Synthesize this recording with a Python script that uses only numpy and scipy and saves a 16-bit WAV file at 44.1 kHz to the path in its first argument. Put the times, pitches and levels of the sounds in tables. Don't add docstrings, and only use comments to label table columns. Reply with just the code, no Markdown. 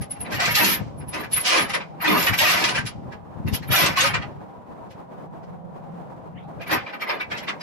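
import sys
import numpy as np
from scipy import signal
from scipy.fft import rfft, irfft, next_fast_len
from scipy.io import wavfile
from scipy.ndimage import uniform_filter1d

SR = 44100
rng = np.random.default_rng(int(sys.argv[2]) if len(sys.argv) > 2 else 0)


def materialize(psi):
    bounded = np.clip(np.atleast_2d(psi).T, -1, 1)
    quanta = np.round(bounded * 32767).astype(np.int16)
    wavfile.write(sys.argv[1], SR, quanta)


N = 336042
TIME = np.arange(N) / SR
RING_TIME = np.arange(SR // 2) / SR
BUILD_UP = 1 - np.exp(-RING_TIME / .004)

# time in seconds, yard level in dB, engine swell in dB.
YARD_FADERS = [(0, -43, -37), (1.9, -42, 3.5), (3.2, -44.5, -5.5), (4.6, -44, -9), (5.1, -42.5, -4),
               (5.3, -44, 4.5), (5.9, -44, 7), (6.6, -41.5, 4), (7.0, -40, -16.5), (7.7, -41.5, 6.5)]
# frequency in Hz, spectral level in dB.
YARD_COLOUR = [(90, -24.5), (140, -3), (200, 2), (280, -0.5), (400, -3), (550, -1.5), (800, -1.5),
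               (1000, -4), (1300, -12), (2000, -23.5), (3200, -32), (5000, -39), (9000, -44.5),
               (15500, -47.5)]
# centre in Hz, width in Hz, level in dB.
YARD_PATCHES = [(542, 100, -57), (659, 19, -61.5), (799, 17, -57.5), (963, 39, -59.5)]
# pitch in Hz, width in Hz, level in dB.
ENGINE_TONES = [(169.4, 25, -47.5), (518, 49, -60.5), (719, 26, -58.5)]
# time in seconds, level in dB.
WIND_RUMBLE_FADER = [(0, -48.5), (.55, -37.5), (.8, -40), (1.1, -39), (1.25, -45.5), (1.42, -48),
                     (1.5, -76), (1.57, -74), (1.62, -41), (1.95, -55), (2.15, -39.5), (3.1, -42.5),
                     (3.3, -46), (3.5, -45), (4.2, -35), (4.55, -54), (4.9, -48.5), (5.04, -62),
                     (5.15, -53.5), (6.1, -55.5), (6.78, -42.5), (6.9, -69), (7.08, -63), (7.3, -49),
                     (7.62, -64)]
# frequency in Hz, spectral level in dB.
WIND_COLOUR = [(25, -33.5), (45, -20), (70, -5), (110, 2), (160, 0), (230, -7.5), (400, -18.5), (800, -40),
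               (3000, -91)]
# start in seconds, level in dB.
WIND_PUFFS = [(0.009, -22.5), (0.475, -19), (0.818, -26), (0.919, -29), (0.998, -23.5), (1.062, -28),
              (2.304, -21.5), (2.781, -19), (2.851, -27.5), (2.949, -35), (3.06, -26.5), (3.398, -21.5),
              (3.47, -14.5), (3.527, -16), (3.696, -14), (3.838, -19), (4.199, -28), (4.31, -29)]
# time in seconds, level in dB, pitch in Hz.
SQUEAK_GLIDE = [(6.341, -70, 2550), (6.378, -49.5, 2850), (6.411, -59, 3200), (6.45, -66, 3660),
                (6.48, -77, 3850)]

# start and length in seconds, then the levels in dB of
TUGS = [(0.322, 0.046, -28.5, -42.5, -48.5, -34, -43.5), (0.405, 0.09, -19.5, -32, -42.5, -27.5, -41.5),
        (0.555, 0.037, -19.5, -46, -46.5, -21, -23.5), (0.605, 0.034, -19, -22.5, -25, -26.5, -21.5),
        (0.644, 0.099, -25, -39.5, -33, -24, -22), (1.142, 0.066, -33.5, -31, -38.5, -45.5, -48),
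        (1.457, 0.053, -23, -35, -63, -20, -38), (1.516, 0.072, -17, -21, -53, -23, -34),
        (1.56, 0.019, -26, -20.5, -48.5, -35, -41), (1.581, 0.048, -28, -29, -36, -30, -30.5),
        (2.05, 0.076, -19, -35.5, -33.5, -31, -47), (2.086, 0.073, -18.5, -19, -20.5, -34.5, -30.5),
        (2.174, 0.11, -22, -28, -43, -29.5, -27.5), (2.406, 0.14, -15, -28, -40.5, -20.5, -28),
        (2.564, 0.15, -22.5, -26, -36, -27.5, -38), (2.715, 0.061, -33.5, -43.5, -43, -51, -70),
        (3.725, 0.099, -17, -28.5, -49, -24.5, -20.5), (3.783, 0.096, -18.5, -22.5, -29.5, -22, -35.5),
        (3.978, 0.096, -16, -39, -41, -23.5, -32), (3.888, 0.043, -32.5, -42.5, -50, -40.5, -47.5),
        (4.078, 0.026, -44.5, -38.5, -43, -50, -42), (6.717, 0.027, -18.5, -21, -28.5, -30, -33.5),
        (7.08, 0.067, -29.5, -26.5, -57, -67, -53), (7.33, 0.066, -34.5, -57, -59, -58, -62)]
# time in seconds, then clatter, crash and jingle levels in dB.
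DROPS = [(0.018, -35.5, -44, -32), (0.112, -39, -46.5, -28.5), (0.1596, -40.5, -58, -57),
         (0.2077, -37, -47.5, -29), (0.257, -27.5, -67, -53), (0.512, -19.5, -30.5, -23),
         (0.9865, -52, -64, -40), (1.0106, -37, -76, -71), (1.085, -42, -52, -35), (1.139, -20, -35.5, -44),
         (1.2014, -26, -50, -39.5), (1.237, -26.5, -46, -50), (1.33, -29.5, -28.5, -15.5),
         (1.367, -16.5, -35, -15.5), (1.4044, -34, -37, -21.5), (1.6976, -20, -34, -35),
         (1.7413, -13, -28, -31), (1.8082, -25, -55, -70), (2.016, -17, -52, -33), (2.2696, -8, -23.5, -36),
         (2.335, -14, -29, -35), (2.384, -18, -25, -22), (2.6395, -14, -20.5, -40),
         (2.7534, -16, -28.5, -42), (2.778, -15, -30.5, -42), (2.8654, -25, -31.5, -35),
         (3.123, -35, -54, -70), (3.4763, -26.5, -45.5, -44), (3.54, -25.5, -27.5, -25.5),
         (3.629, -32.5, -49, -57), (3.6773, -51, -60, -39.5), (4.146, -10.5, -35.5, -49),
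         (4.22, -25, -52, -78), (4.9093, -46, -52, -66), (5.435, -51, -63, -77), (6.616, -25, -50, -52),
         (6.6734, -26, -50, -47), (6.869, -25.5, -71, -74), (6.8924, -30.5, -72, -71),
         (6.935, -24, -72, -57), (7.0167, -17.5, -44, -40), (7.0964, -14, -63, -57), (7.206, -19, -50, -52),
         (7.316, -19.5, -40.5, -54), (7.3784, -36, -36.5, -56), (7.4314, -30, -54, -49),
         (7.4851, -14.5, -37, -60), (7.6104, -31.5, -44, -59)]
# start in seconds, ring level in dB, splash level in dB.
STRIKES = [(.3996, -21, -63), (.4545, -18.5, -63), (.5503, -12, -57), (.6426, -9, -44.5),
           (.7363, -25, -60.5), (1.3344, -26.5, -47.5), (1.4641, -26, -33), (2.1979, -22, -59.5),
           (2.2248, -20, -58), (2.2712, -37, -42), (2.3865, -8.5, -39), (2.4413, -19, -62),
           (2.4945, -18, -36.5), (2.6369, -21, -48), (2.6878, -19.5, -56), (3.7113, -28, -50),
           (3.7582, -6.5, -56), (3.858, -16, -61), (3.9642, -37, -58), (4.0051, -9.5, -55.5),
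           (4.069, -22, -57), (4.1418, -23.5, -75)]
# start in seconds, pitch in Hz, peak in dB, T60 in seconds.
CLEAR_RINGS = [(1.224, 1700, -38, .2), (2.778, 1586, -22, .13), (2.772, 2970, -26, .07),
               (3.828, 3664, -24, .13), (3.844, 1200, -26, .13), (6.73, 1023, -23, .18),
               (7.491, 1137, -32, .2), (7.608, 4950, -35, .1)]
# time in seconds, heavy chain over light chain in dB.
CHAIN_BALANCE = [(.22, 34), (.31, -22), (.78, -24.5), (.98, 29), (1.09, 20), (1.16, 6.5), (1.25, 0.5),
                 (1.33, 14.5), (1.6, 22.5), (1.8, 17), (2.0, -22), (2.55, -16.5), (2.68, 18), (2.87, 18),
                 (3.5, -30), (3.95, -12), (4.1, 14), (6.6, -27.5)]
# pitch in Hz, level in dB.
HEAVY_LINKS = [(10110, 0), (10510, -2), (11200, 0)]
LIGHT_LINKS = [(10850, -3), (11005, -2), (11270, 1), (11460, 0), (11820, -1), (11960, 2), (12260, -1),
               (12595, -.5), (12750, -3)]

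# frequency in Hz, T60 in seconds.
FRAME_T60 = [(150, 0.23), (500, 0.19), (1300, 0.18), (3500, 0.12), (9000, 0.1)]
# pitch in Hz, level in dB, T60 in seconds.
FRAME_MODES = [(518, -22, .2), (717, -18.5, .14), (961, -15, .18), (1236, -15.5, .16), (1530, -16.5, .1),
               (1765, -12.5, .14), (1995, -15, .14), (2250, -13, .14), (2362, -15, .14), (2600, -17, .12),
               (2830, -18, .12), (3651, -24, .11), (4320, -26, .1), (5350, -23, .1)]
# frequency in Hz, spectral level in dB.
CLATTER_COLOUR = [(150, -45), (350, -15), (700, -14.5), (1000, -0.5), (1400, 0), (2200, 3), (2700, -2.5),
                  (3300, -11), (4300, -10), (6000, -41.5), (10000, -59.5)]
BOOM_COLOUR = [(200, -16.5), (320, -2.5), (480, 1.5), (680, -0.5), (1000, 4.5), (1300, -4), (1800, -29),
               (4000, -59)]
CRASH_COLOUR = [(1000, -25.5), (2800, 10), (3700, 6), (5300, 6), (6500, -2), (8000, -5.5), (9600, -17.5),
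                (12500, -25), (14000, -46.5), (15500, -61)]
SPLASH_COLOUR = [(3000, -34.5), (6500, -5.5), (8500, 0.5), (12000, -3), (14500, -6.5)]
THUD_COLOUR = [(70, -28), (120, -11.5), (190, 10.5), (260, 3), (330, -12), (420, 1), (800, -42),
               (3000, -94)]
# pitch in Hz, level in dB.
PING_LEVELS = [(500, -1.5), (900, -1), (1500, 3), (2300, 7), (3000, 0.5), (4000, -5), (5500, -12)]


def from_db(db):
    return 10 ** (np.asarray(db) / 20)


def rms_one(x):
    return x / np.sqrt(np.mean(x ** 2) + 1e-20)


def unit_energy(response, axis=-1):
    return response / np.sqrt(np.sum(response ** 2, axis=axis, keepdims=True))


def at_hz(points, hz):
    f, value = np.transpose(points)
    return np.interp(np.log(np.maximum(hz, 1)), np.log(f), value)


def fader(rows, column=1, beyond=-np.inf):
    rows = np.array(rows)
    return from_db(np.interp(TIME, rows[:, 0], rows[:, column], left=beyond, right=beyond))


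def drift(rate_hz):
    hz = np.fft.rfftfreq(N // 40, 40 / SR)
    slow = irfft(rfft(rng.standard_normal(N // 40)) / (1 + (hz / rate_hz) ** 2))
    return np.interp(np.linspace(0, len(slow) - 1, N), np.arange(len(slow)), rms_one(slow))


def noise(colour):
    size = next_fast_len(N)
    hz = np.fft.rfftfreq(size, 1 / SR)
    gain = from_db(at_hz(colour, hz)) * np.minimum(hz / colour[0][0], 1) ** 2
    return rms_one(irfft(rfft(rng.standard_normal((2, size))) * gain, size)[:, :N])


def wavering_tone(hz, width_hz):
    phase = 2 * np.pi * hz * TIME
    return np.array([drift(width_hz) * np.sin(phase) + drift(width_hz) * np.cos(phase) for ear in (0, 1)])


def swells(starts, lengths, levels_db, rise_s, fall_s, sag_db_per_s=0):
    power = np.zeros(N)
    for start, length, db in np.broadcast(starts, lengths, levels_db):
        near = slice(*np.searchsorted(TIME, [start - .15, start + length + .3]))
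        age = TIME[near] - start
        outside = np.maximum(-age / rise_s, (age - length) / fall_s).clip(0)
        power[near] += (from_db(db - sag_db_per_s * age.clip(0)) * np.exp(-outside)) ** 2
    return np.sqrt(power)


def excite(drive, response):
    return signal.oaconvolve(drive[None], response, axes=1)[:, :N]


def yard(waver_db=2.9, patchy_db=6.0):
    air = fader(YARD_FADERS) * noise(YARD_COLOUR) * from_db(waver_db * drift(7.6))
    patches = sum(from_db(db + patchy_db * drift(6)) * wavering_tone(hz, width)
                  for hz, width, db in YARD_PATCHES)
    return air + patches


def far_engine():
    drone = sum(from_db(db) * wavering_tone(hz, width) for hz, width, db in ENGINE_TONES)
    return fader(YARD_FADERS, column=2) * drone


def wind(rumble_db=3.5, puff_db=-6.5, puff_s=0.019, lumps_db=4.0, pan_db=1.6):
    starts, db = np.transpose(WIND_PUFFS)
    puffs = swells(starts, puff_s, db + puff_db, rise_s=0.014, fall_s=0.012)
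    rumble = from_db(rumble_db) * fader(WIND_RUMBLE_FADER, beyond=None)
    lumps = rms_one(noise(WIND_COLOUR) * from_db(lumps_db * drift(30)))
    return np.hypot(rumble, puffs) * lumps * from_db([[pan_db], [-pan_db]])


def squeak(roughness=0.11, lower_ratio=.68, lower_db=2.0):
    times, _, hz = np.transpose(SQUEAK_GLIDE)
    out = 0
    for ratio, gain in ((1, 1), (lower_ratio, from_db(lower_db))):
        jitter = 1 + roughness * np.array([drift(227.5), drift(186)])
        pitch = ratio * np.interp(TIME, times, hz) * jitter
        out = out + gain * np.sin(2 * np.pi * np.cumsum(pitch, axis=1) / SR)
    return fader(SQUEAK_GLIDE) * out


def mode(hz, t60):
    phase = rng.uniform(0, 2 * np.pi)
    ear_shift = rng.uniform(.25, .75) * np.pi * rng.choice([-1, 1])
    tone = np.sin(2 * np.pi * hz * RING_TIME + phase + np.array([[0], [ear_shift]]))
    return unit_energy(tone * from_db(-60 * RING_TIME / t60) * BUILD_UP)


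def clear_rings():
    out = np.zeros((2, N + len(RING_TIME)))
    for start_s, hz, db, t60 in CLEAR_RINGS:
        ring, start = mode(hz, t60), int(start_s * SR)
        out[:, start:start + len(RING_TIME)] += from_db(db) * ring / np.abs(ring).max()
    return out[:, :N]


def frame_response(colour, tail_db=-30.0, tail_t60=0.57):
    edges = np.geomspace(80, 16000, 28)
    white = rng.standard_normal((2, 2, len(RING_TIME)))
    tail = from_db(tail_db - 60 * RING_TIME / tail_t60)
    out = 0
    for k, (low, high) in enumerate(zip(edges, edges[1:])):
        hz = np.sqrt(low * high)
        fade = np.hypot(from_db(-60 * RING_TIME / at_hz(FRAME_T60, hz)), tail) * BUILD_UP
        bandpass = signal.butter(2, [low, high], "band", fs=SR, output="sos")
        band = signal.sosfilt(bandpass, white[k % 2] * fade)
        out = out + unit_energy(band) * from_db(at_hz(colour, hz)) * np.sqrt(high - low)
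    return unit_energy(out)


def deck_response():
    return unit_energy(frame_response(THUD_COLOUR) + mode(hz=312, t60=0.14))


def contacts(per_s, uneven_db):
    strength = from_db(uneven_db * rng.standard_normal(N)) * rng.choice([-1, 1], N)
    touches = strength * (rng.random(N) < per_s / SR)
    return touches / np.sqrt(np.abs(uniform_filter1d(touches ** 2, size=700)) + 1e-5)


def pulling(levels_db, rise_s, fall_s, lead_s=0.0099):
    starts, lengths = np.transpose(TUGS)[:2]
    return swells(starts - lead_s, lengths, levels_db, rise_s, fall_s, sag_db_per_s=22.5)


def dropping(levels_db, length_s, rise_s, fall_s, lead_s=0.0054):
    return swells(np.transpose(DROPS)[0] - lead_s, length_s, levels_db, rise_s, fall_s)


def force(pull, drop, pull_db, drop_db):
    return np.maximum(from_db(pull_db) * pull, from_db(drop_db) * drop)


def hard_strikes(low_hz=2150, high_hz=8340, t60=.085, uneven_db=3, tilt_db_per_octave=-4.0, count=36):
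    age = RING_TIME[:SR // 5]
    fade = from_db(-60 * age / t60) * BUILD_UP[:len(age)]
    out = np.zeros((2, N + len(age)))
    for start_s, db, _ in STRIKES:
        hz = low_hz * (high_hz / low_hz) ** rng.random((count, 1))
        tilt_db = tilt_db_per_octave * np.log2(hz / low_hz)
        gains = from_db(uneven_db * rng.standard_normal((count, 1)) + tilt_db)
        partials = np.sum(gains * np.sin(2 * np.pi * (hz * age + rng.random((2, count, 1)))), axis=1)
        start = int(start_s * SR)
        out[:, start:start + len(age)] += from_db(db) * rms_one(partials) * fade
    starts, _, splash_db = np.transpose(STRIKES)
    splashes = swells(starts, .012, splash_db, rise_s=.004, fall_s=.012)
    touches = splashes * contacts(per_s=900, uneven_db=3.5)
    return out[:, :N] + excite(touches, frame_response(SPLASH_COLOUR))


def link_ring(hz, t60=.07, width_hz=90, tick_db=-17.0, tick_band_hz=(9300, 13100)):
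    scatter = rng.standard_normal((2, len(RING_TIME))) * BUILD_UP
    fade = from_db(-60 * RING_TIME / t60)
    resonance = signal.iirpeak(hz, hz / width_hz, fs=SR)
    note = signal.lfilter(*resonance, signal.lfilter(*resonance, scatter * fade))
    bandpass = signal.butter(5, tick_band_hz, "band", fs=SR, output="sos")
    tick = signal.sosfilt(bandpass, scatter * fade ** 2)
    return unit_energy(unit_energy(note) + from_db(tick_db) * unit_energy(tick))


def jingle(links, shake, flicker_db):
    shares = unit_energy(from_db([db + flicker_db * drift(18) for _, db in links]), axis=0)
    touches = shake * contacts(per_s=790, uneven_db=11.5)
    return sum(excite(share * touches, link_ring(hz)) for (hz, _), share in zip(links, shares))


def chains():
    tugs = pulling(np.transpose(TUGS)[-1], rise_s=0.006, fall_s=0.013)
    drops = dropping(np.transpose(DROPS)[-1], length_s=0.0051, rise_s=0.0054, fall_s=.0035)
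    balance = fader(CHAIN_BALANCE, beyond=None)
    light = force(tugs, drops, pull_db=-0.5, drop_db=1.0) / np.hypot(1, balance)
    heavy = light * balance
    return jingle(HEAVY_LINKS, heavy, flicker_db=8.0) + jingle(LIGHT_LINKS, light, flicker_db=2.5)


def pings(blows, ping_db=3.5, typical_t60=0.083, uneven_db=10.0, count=2400):
    age = RING_TIME[:SR // 6]
    out = np.zeros((2, N + len(age)))
    low, high = np.log([PING_LEVELS[0][0], PING_LEVELS[-1][0]])
    for when, pitch, softness, length, left, right in rng.random((count, 6)):
        start, hz = int(when * N), np.exp(low + (high - low) * pitch)
        gain = blows[start] * from_db(ping_db + at_hz(PING_LEVELS, hz) - uneven_db * softness)
        fade = from_db(-60 * age / (typical_t60 * (.5 + length))) * BUILD_UP[:len(age)]
        tone = np.sin(2 * np.pi * (hz * age + np.array([[left], [right]])))
        out[:, start:start + len(age)] += gain * fade * tone
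    return out[:, :N]


def along_frame(blows, colour, ring_db, wander_db, places):
    shares = unit_energy(from_db([wander_db * drift(10) for _ in range(places)]), axis=0)
    out = 0
    for share in shares:
        modes = sum(from_db(db + rng.normal(0, 4.4)) * mode(hz, t60) for hz, db, t60 in FRAME_MODES)
        place = unit_energy(frame_response(colour) + from_db(ring_db) * modes)
        out = out + excite(blows * share * contacts(per_s=450, uneven_db=3.5), place)
    return out


def trailer_frame():
    _, _, tug_clatter, tug_boom, tug_thud, tug_crash, _ = np.transpose(TUGS)
    _, drop_clatter, drop_crash, _ = np.transpose(DROPS)
    drops = dropping(drop_clatter, length_s=0.0079, rise_s=0.0071, fall_s=0.0029)
    running = pulling(tug_clatter, rise_s=0.013, fall_s=0.035)
    blows = force(running, drops, pull_db=-4.0, drop_db=-7.0)
    clatter = along_frame(blows, CLATTER_COLOUR, ring_db=-1.0, wander_db=12.5, places=3)
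    bars = pings(force(running, drops, pull_db=-1.5, drop_db=-8.0))

    edge_drops = dropping(drop_crash, length_s=0.0053, rise_s=0.0076, fall_s=0.0085)
    edge_tugs = pulling(tug_crash, rise_s=0.008, fall_s=0.0045)
    edge_blows = force(edge_tugs, edge_drops, pull_db=-0.5, drop_db=1.0)
    crash = along_frame(edge_blows, CRASH_COLOUR, ring_db=-14.0, wander_db=9.5, places=2)

    weight = force(pulling(tug_boom, rise_s=0.014, fall_s=.019), drops, pull_db=-3.0, drop_db=-19.0)
    heave = pulling(tug_thud, rise_s=0.0071, fall_s=0.0086)
    touches = contacts(per_s=600, uneven_db=-2.0)
    boom = excite(weight * touches, frame_response(BOOM_COLOUR))
    thud = excite(heave * touches, deck_response())
    return clatter + bars + crash + boom + thud


def scene(steel_db=0.5):
    steel = from_db(steel_db) * (trailer_frame() + chains() + hard_strikes())
    return steel + clear_rings() + squeak() + wind() + yard() + far_engine()


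def record(dry, threshold_db=-16, release_db_per_s=158.5, cutoff_hz=15700):
    power = np.abs(uniform_filter1d(np.mean(dry ** 2, axis=0), size=220))
    over_db = np.maximum(10 * np.log10(power + 1e-12) - threshold_db, 0)
    release_db = release_db_per_s * TIME
    reduction_db = np.maximum.accumulate(over_db + release_db) - release_db
    limited = dry * from_db(-uniform_filter1d(reduction_db, size=90))
    return signal.sosfilt(signal.ellip(12, .1, 80, cutoff_hz, fs=SR, output="sos"), limited)


dry = scene()
out = record(dry)
materialize(out)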